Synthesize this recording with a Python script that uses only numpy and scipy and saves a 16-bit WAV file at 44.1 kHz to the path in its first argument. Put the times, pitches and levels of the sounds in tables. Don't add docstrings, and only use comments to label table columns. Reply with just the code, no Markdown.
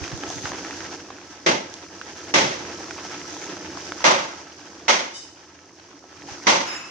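import sys
import numpy as np
from scipy.fft import rfft, irfft, next_fast_len
from scipy.io import wavfile
from scipy.ndimage import uniform_filter1d, minimum_filter1d, map_coordinates

SR = 44100
rng = np.random.default_rng(int(sys.argv[2]) if len(sys.argv) > 2 else 0)


def master_out(mix):
    frames = np.transpose(np.atleast_2d(mix))
    ceiling = np.clip(frames, -1, 1)
    pcm = np.round(ceiling * 32767).astype(np.int16)
    wavfile.write(sys.argv[1], SR, pcm)


N = 304290


def amp(db):
    return 10 ** (np.asarray(db) / 20)


def unit(x):
    return x / np.sqrt(np.mean(x ** 2) + 1e-20)


def seconds(length_s):
    return np.arange(int(length_s * SR)) / SR


def noise(n):
    return rng.standard_normal((2, n))


def along(points, hz):
    f, value = np.transpose(points)
    return np.interp(np.log(hz + 1), np.log(f + 1), value)


def wobble(knots_per_s):
    knots = rng.standard_normal(int(N * knots_per_s / SR) + 4)
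    return map_coordinates(knots, [np.arange(N) * knots_per_s / SR])


def filtered(x, response):
    n = x.shape[-1]
    padded = next_fast_len(n + 8192)
    hz = np.fft.rfftfreq(padded, 1 / SR)
    return irfft(rfft(x, padded) * response(hz), padded)[..., :n]


def lifts(modes, hz):
    return sum(db / (1 + (2 * (hz - centre) / width) ** 2) for centre, width, db in modes)


# f/Hz, left-right correlation
NEAR_LIKENESS = [(100, 0.99), (350, 0.99), (800, 0.85), (1500, 0.56), (1850, 0.44), (2600, 0.51),
                 (3700, 0.21), (4600, 0.22), (6500, 0.024)]
# f/Hz, left-right correlation
FAR_LIKENESS = [(250, 1), (400, 0.98), (600, 0.24), (1000, 0.16), (1500, 0.42), (2400, 0.13), (3500, 0.15),
                (6000, .05)]


def spread(pair, colour_db, likeness):
    def mid_side(hz):
        angle = np.arccos(np.clip(along(likeness, hz), -1, 1)) / 2
        return amp(colour_db(hz)) * np.array([np.cos(angle), np.sin(angle)])

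    mid, side = filtered(pair, mid_side)
    return unit(np.array([mid + side, mid - side]))


def add(track, s, sound):
    i = max(round(s * SR), 0)
    track[:, i:i + sound.shape[-1]] += sound[..., :N - i]


def bursts(rate_per_s, size_db, hiss_rms):
    hit = rng.random((2, N)) < rate_per_s / SR
    size = np.minimum(rng.exponential(size=(2, N)), 4)
    sign = rng.choice([-1, 1], (2, N))
    return unit(hit * sign * amp(size_db * size)) + hiss_rms * noise(N)


# t/s, level/dB
FRYING = [(0, -41.5), (.45, -40), (.95, -41), (.98, -46.5), (1.25, -49), (1.9, -47), (2.3, -41.5),
          (2.85, -41.5), (4.02, -41), (4.55, -48.5), (4.86, -48.5), (5.4, -54), (6.08, -54.5), (6.3, -43.5),
          (6.55, -45.5), (6.9, -49)]


def frying_level():
    s, db = np.transpose(FRYING)
    return np.interp(np.arange(N) / SR, s, db)


# f/Hz, relative level/dB per Hz
RUMBLE_COLOUR = [(25, -35), (45, -16), (65, 0.5), (85, 9), (130, -2), (200, -3.5), (400, -26), (900, -60)]
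# f/Hz, left-right correlation
RUMBLE_LIKENESS = [(40, 0.4), (80, 1), (150, 0.93)]


def rumble(frying_db, boil_db=-14, floor_db=-62.5):
    level = np.hypot(amp(frying_db + boil_db), amp(floor_db))
    sound = spread(noise(N), lambda hz: along(RUMBLE_COLOUR, hz), RUMBLE_LIKENESS)
    return level * sound * amp([[-2], [1]])


# t/s, level/dB
BUMPS = [(0.019, -30.5), (0.13, -25.5), (0.281, -38), (0.364, -32), (0.444, -32), (0.509, -30.5),
         (6.32, -39.5)]


def bumps(centre_hz=95, t60_s=0.13, rise_s=0.0032, lead_s=0.005):
    out, t = np.zeros((2, N)), seconds(0.2)
    colour_db = lambda hz: -14 * np.log2((hz + 1) / centre_hz) ** 2
    for s, db in BUMPS:
        thump = spread(noise(len(t)), colour_db, [(100, 0.43)])
        envelope = amp(db - 60 * t / t60_s) * (1 - np.exp(-t / rise_s))
        add(out, s - lead_s, envelope * thump)
    return out * amp([[-6], [3]])


# f/Hz, level/dB
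SHORT_RING = [(2977, -50), (3698, -53), (4070, -61), (5028, -46), (5787, -58), (6100, -56.5), (6325, -53),
              (7122, -57), (7311, -62), (8070, -64), (8200, -62), (9125, -74), (9975, -72), (11140, -79),
              (14010, -85)]
# f/Hz, level/dB
LONG_RING = [(1020, -49), (2610, -43), (2868, -49), (3747, -56), (5135, -45), (5170, -42.5), (6627, -53),
             (7030, -50), (7170, -52), (8446, -63), (9109, -69), (10767, -69), (10870, -76), (12904, -72)]
# t/s, level/dB, t60/s, rasp level/dB, rasp f/Hz, rasp width/octaves (to -6 dB), modes
SCRAPES = [(5.135, 8.5, 0.55, -44, 5600, 0.36, SHORT_RING), (6.66, 8, 1, -39.5, 1500, 0.83, LONG_RING)]


def steel(rise_s=0.017, flutter_hz=20, flutter_rms=1.0):
    out, t = np.zeros((2, N)), seconds(1)
    slow = lambda hz: 1 / (1 + (hz / flutter_hz) ** 2)
    for s, db, t60_s, rasp_db, rasp_hz, octaves, modes in SCRAPES:
        rasp_colour_db = lambda hz: -6 * (np.log2((hz + 1) / rasp_hz) / octaves) ** 2
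        sound = amp(rasp_db) * spread(noise(len(t)), rasp_colour_db, FAR_LIKENESS)
        for hz, mode_db in modes:
            in_phase, quadrature = unit(filtered(rng.standard_normal((2, 2, len(t))), slow))
            phase = 2 * np.pi * (hz * t + rng.random((2, 1)))
            mode = (1 + flutter_rms * in_phase) * np.sin(phase)
            mode += flutter_rms * quadrature * np.cos(phase)
            sound += amp(mode_db) * unit(mode)
        add(out, s, amp(db - 60 * t / t60_s) * (1 - np.exp(-t / rise_s)) * sound)
    return out


# t/s, level/dB, low thud lift/dB, knock lift/dB, treble lift/dB, t60/s
CLACKS = [(1.462, -13, -0.5, -4, -5, 0.39), (2.339, -11.5, 1.5, -2.5, 0.5, 0.55),
          (4.041, -9, -8, 4, -2, 0.52), (4.881, -12.5, -11.5, 0, -1.5, 0.49),
          (6.468, -11.5, -4, 2.5, 1.5, 0.54)]
# f/Hz, relative level/dB per Hz
CLACK_COLOUR = [(40, -50), (80, -19), (125, -6.5), (180, -3.5), (300, -2), (600, -0.5), (1000, -2.5),
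                (1600, -6), (2600, -7), (4300, -10), (6400, -11), (7500, -25), (10500, -44), (16000, -59)]
# f/Hz, width/Hz, lift/dB
CLACK_MODES = [(176, 20, 4), (217, 20, 1.5), (356, 42, 2.5), (445, 69, -5), (520, 31, 2), (558, 30, 6),
               (710, 6, -4), (826, 9.3, 1), (894, 29, 8), (1070, 17, -1), (1080, 36, 2), (1493, 43, 3.5),
               (1740, 23, -1), (2023, 114, 5.5), (2147, 49, 6), (2410, 30, 2.5), (3300, 94, 3),
               (5900, 490, 4.5)]
# f/Hz, relative level/dB, t60/s
CLACK_RING = [(2007, -7.5, 0.063), (2134, -7.5, 0.063), (3300, -31, 0.063)]


def clacks(rise_s=0.001, hold_s=0.027, low_hz=400, knock_hz=1100, high_hz=2500,
           bass_lag_s=0.071, left_delay_s=0.000363, clump_db=1.08, ring_db=5.5):
    out, t = np.zeros((2, N)), seconds(1)
    onset = 1 - np.exp(-t / rise_s)
    for s, db, thud_db, knock_db, treble_db, t60_s in CLACKS:
        colour_db = lambda hz: (along(CLACK_COLOUR, hz) + lifts(CLACK_MODES, hz)
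                                + thud_db / (1 + (hz / low_hz) ** 2)
                                + lifts([(knock_hz, 800, knock_db)], hz)
                                + treble_db * hz ** 2 / (hz ** 2 + high_hz ** 2))
        echoes = spread(noise(len(t)), colour_db, FAR_LIKENESS)
        bass = filtered(echoes, lambda hz: 1 / (1 + (hz / 230) ** 4))
        body = (echoes - bass) * onset + bass * (1 - np.exp(-t / bass_lag_s))
        decay = amp(-60 * np.maximum(t - hold_s, 0) / t60_s)
        ring = np.zeros((2, len(t)))
        for hz, mode_db, ring_t60_s in CLACK_RING:
            phase = rng.normal(0, 1, (2, 1))
            ring += amp(mode_db + ring_db - 60 * t / ring_t60_s) * np.sin(2 * np.pi * hz * t + phase)
        add(out, s, amp(db) * (decay * body + onset * ring))
    out *= amp(clump_db * wobble(110))
    shift_s = left_delay_s * np.array([[-.5], [.5]])
    return filtered(out, lambda hz: np.exp(2j * np.pi * hz * shift_s)) * amp([[-.6], [.6]])


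# f/Hz, relative level/dB per Hz
SPIT_COLOUR = [(1500, -18), (2600, -19), (3500, 0.5), (5200, -10), (6400, 8), (7300, -10), (9000, -22),
               (14000, -34), (16000, -36)]
# t/s, level/dB, length/s
SPITS = [(0.0, -49.5, 0.79), (0.26, -44, 0.25), (2.087, -51.5, 0.21), (3.277, -43.5, 0.185)]


def spitting(attack_s=0.016, release_t60_s=0.087):
    clicks = bursts(rate_per_s=1100, size_db=4.5, hiss_rms=0.43)
    ticks = spread(clicks, lambda hz: along(SPIT_COLOUR, hz), NEAR_LIKENESS)
    t, level = np.arange(N) / SR, np.zeros(N)
    for s, db, length_s in SPITS:
        swell = 1 - np.exp(-np.maximum(t - s, 0) / attack_s)
        level += swell * amp(db - 60 * np.maximum(t - s - length_s, 0) / release_t60_s)
    return level * ticks


def stray_pops(frying_db, count=30, over_frying_db=14, scatter_db=2, typical_hz=1350, scatter_octaves=0.55):
    at = rng.integers(N, size=count)
    size, pitch = rng.standard_normal((2, count))
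    db = frying_db[at] + over_frying_db + scatter_db * size
    hz = typical_hz * 2 ** (scatter_octaves * pitch)
    return np.column_stack([at / SR, db, hz, rng.uniform(-16, -4, count)])


# t/s, level/dB, f/Hz, relative level of the pan's knock/dB
POPS = [(0.04, -20, 2450, -15), (0.078, -24.5, 1570, -13), (0.102, -31, 1290, -17), (0.176, -23, 5990, -15),
        (0.236, -21, 1650, -5), (0.302, -18, 6150, -10), (0.456, -18.5, 1380, -18), (0.534, -23, 1010, -12),
        (0.648, -25, 1840, -17), (0.709, -22.5, 1890, -11), (0.806, -23, 1560, -19),
        (1.104, -26.5, 1100, -6), (1.74, -20, 5800, -24), (2.014, -22, 1590, -21),
        (2.909, -21.5, 1450, -20), (3.44, -27.5, 1760, -16), (3.773, -23, 1070, -16),
        (3.921, -20, 1310, -20), (5.59, -37.5, 1360, -16), (5.798, -32.5, 1570, -22)]


def pops(rows, cycles=3.7, tear_s=0.002, splash_db=-23, splash_t60_s=0.085,
         pan_hz=797, pan_t60_s=0.035, pan_db=-3):
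    out, t = np.zeros((2, N)), seconds(0.1)
    for s, db, hz, knock_db in rows:
        phase = rng.normal(0, 0.3, (2, 1))
        envelope = (1 - np.exp(-t * hz * 2)) * np.exp(-2 * t * hz / cycles)
        snap = np.sin(2 * np.pi * hz * t + phase) * envelope
        knock_hz = pan_hz * 2 ** rng.normal(0, 0.08)
        knock = amp(pan_db + knock_db - 60 * t / pan_t60_s) * np.sin(2 * np.pi * knock_hz * t)
        colour_db = lambda f: -10 * np.log10(1 + ((f + 1) / hz - hz / (f + 1)) ** 2)
        film = spread(noise(len(t)), lambda f: colour_db(f / 0.96), NEAR_LIKENESS)
        crack = 0.38 * film * np.exp(-t / tear_s)
        scatter = spread(noise(len(t)), colour_db, FAR_LIKENESS)
        splash = scatter * amp(splash_db - 60 * t / splash_t60_s)
        add(out, s, amp(db) * np.sqrt(2) * (snap + knock + crack + splash))
    return filtered(out, lambda hz: 1 / (1 + (hz / 7200) ** 8))


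def bubbles(count=1300, centre_hz=1700, cycles=3.5, size_db=2.5):
    out, t = np.zeros((2, N)), seconds(0.02)
    for when, pitch, size, side in rng.random((count, 4)):
        hz = centre_hz * 2 ** (2 * (pitch - .5))
        phase = np.array([[1], [-1]]) * (side - .5) * 2
        snap = np.sin(2 * np.pi * hz * t + phase) * np.exp(-2 * t * hz / cycles)
        level = amp(-size_db * np.log(size + 0.026))
        add(out, when * N / SR, level * (1 - np.exp(-t * hz)) * snap)
    return unit(filtered(out, lambda hz: 1 / (1 + (hz / 6500) ** 10)))


# f/Hz, relative level/dB per Hz
BUBBLING_COLOUR = [(76, -27), (130, -13), (194, -8), (237, -12), (290, 1), (371, 0.5), (410, -8),
                   (469, -5.5), (506, -8.5), (700, -12.5), (910, -67), (1540, -120)]


def bubbling(level_db=0.65, drift_db=0.96):
    clicks = bursts(rate_per_s=700, size_db=2, hiss_rms=0.67)
    gurgle = spread(clicks, lambda hz: along(BUBBLING_COLOUR, hz), NEAR_LIKENESS)
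    return amp(level_db + drift_db * wobble(5.05)) * gurgle


# f/Hz, relative level/dB per Hz
CRACKLE_COLOUR = [(260, -12), (450, -7), (607, -3), (826, 4.5), (1200, -4), (1270, -4.5), (1590, 2.5),
                  (2100, -2.5), (2810, -3.5), (3270, -4.5), (4500, -12.5), (5850, -23), (9900, -120)]
# f/Hz, width/Hz, lift/dB
PAN_MODES = [(1311, 20, 16.5), (775, 45, -2), (680, 44, 4.5)]


def crackle(spurts, level_db=-0.04, flare_db=2.5):
    clicks = bursts(rate_per_s=900, size_db=1.5, hiss_rms=0.74)
    colour_db = lambda hz: along(CRACKLE_COLOUR, hz) + lifts(PAN_MODES, hz)
    return amp(level_db + flare_db * spurts) * spread(clicks, colour_db, NEAR_LIKENESS)


# f/Hz, relative level/dB per Hz
FIZZ_COLOUR = [(2500, -28), (3800, -9.5), (5000, 0), (6100, 2.5), (6700, -4), (7400, -13), (8500, -21.5),
               (10500, -32.5), (13000, -37.5), (16000, -36)]


def fizz(spurts, level_db=0.46, flare_db=0.83):
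    clicks = bursts(rate_per_s=2200, size_db=4.0, hiss_rms=0.8)
    hissing = spread(clicks, lambda hz: along(FIZZ_COLOUR, hz), NEAR_LIKENESS)
    return amp(level_db + flare_db * (spurts + wobble(19))) * hissing


def sizzle(frying_db, bubbles_db=-5):
    spurts = wobble(36)
    layers = bubbling() + crackle(spurts) + amp(bubbles_db) * bubbles() + fizz(spurts)
    return amp(frying_db) * layers


def scene():
    frying_db = frying_level()
    background = rumble(frying_db) + bumps() + steel() + clacks()
    oil = spitting() + pops(stray_pops(frying_db)) + pops(POPS) + sizzle(frying_db)
    return background + oil * amp([[-.8], [.8]])


def record(dry, bass_hz=36, ceiling=.85, top_hz=15830):
    x = filtered(dry, lambda hz: hz ** 4 / (hz ** 4 + bass_hz ** 4))
    needed = np.minimum(1, ceiling / (np.abs(x).max(axis=0) + 1e-9))
    gain = uniform_filter1d(minimum_filter1d(needed, size=260), size=130)
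    return filtered(x * gain, lambda hz: hz < top_hz)


dry = scene()
out = record(dry)
master_out(out)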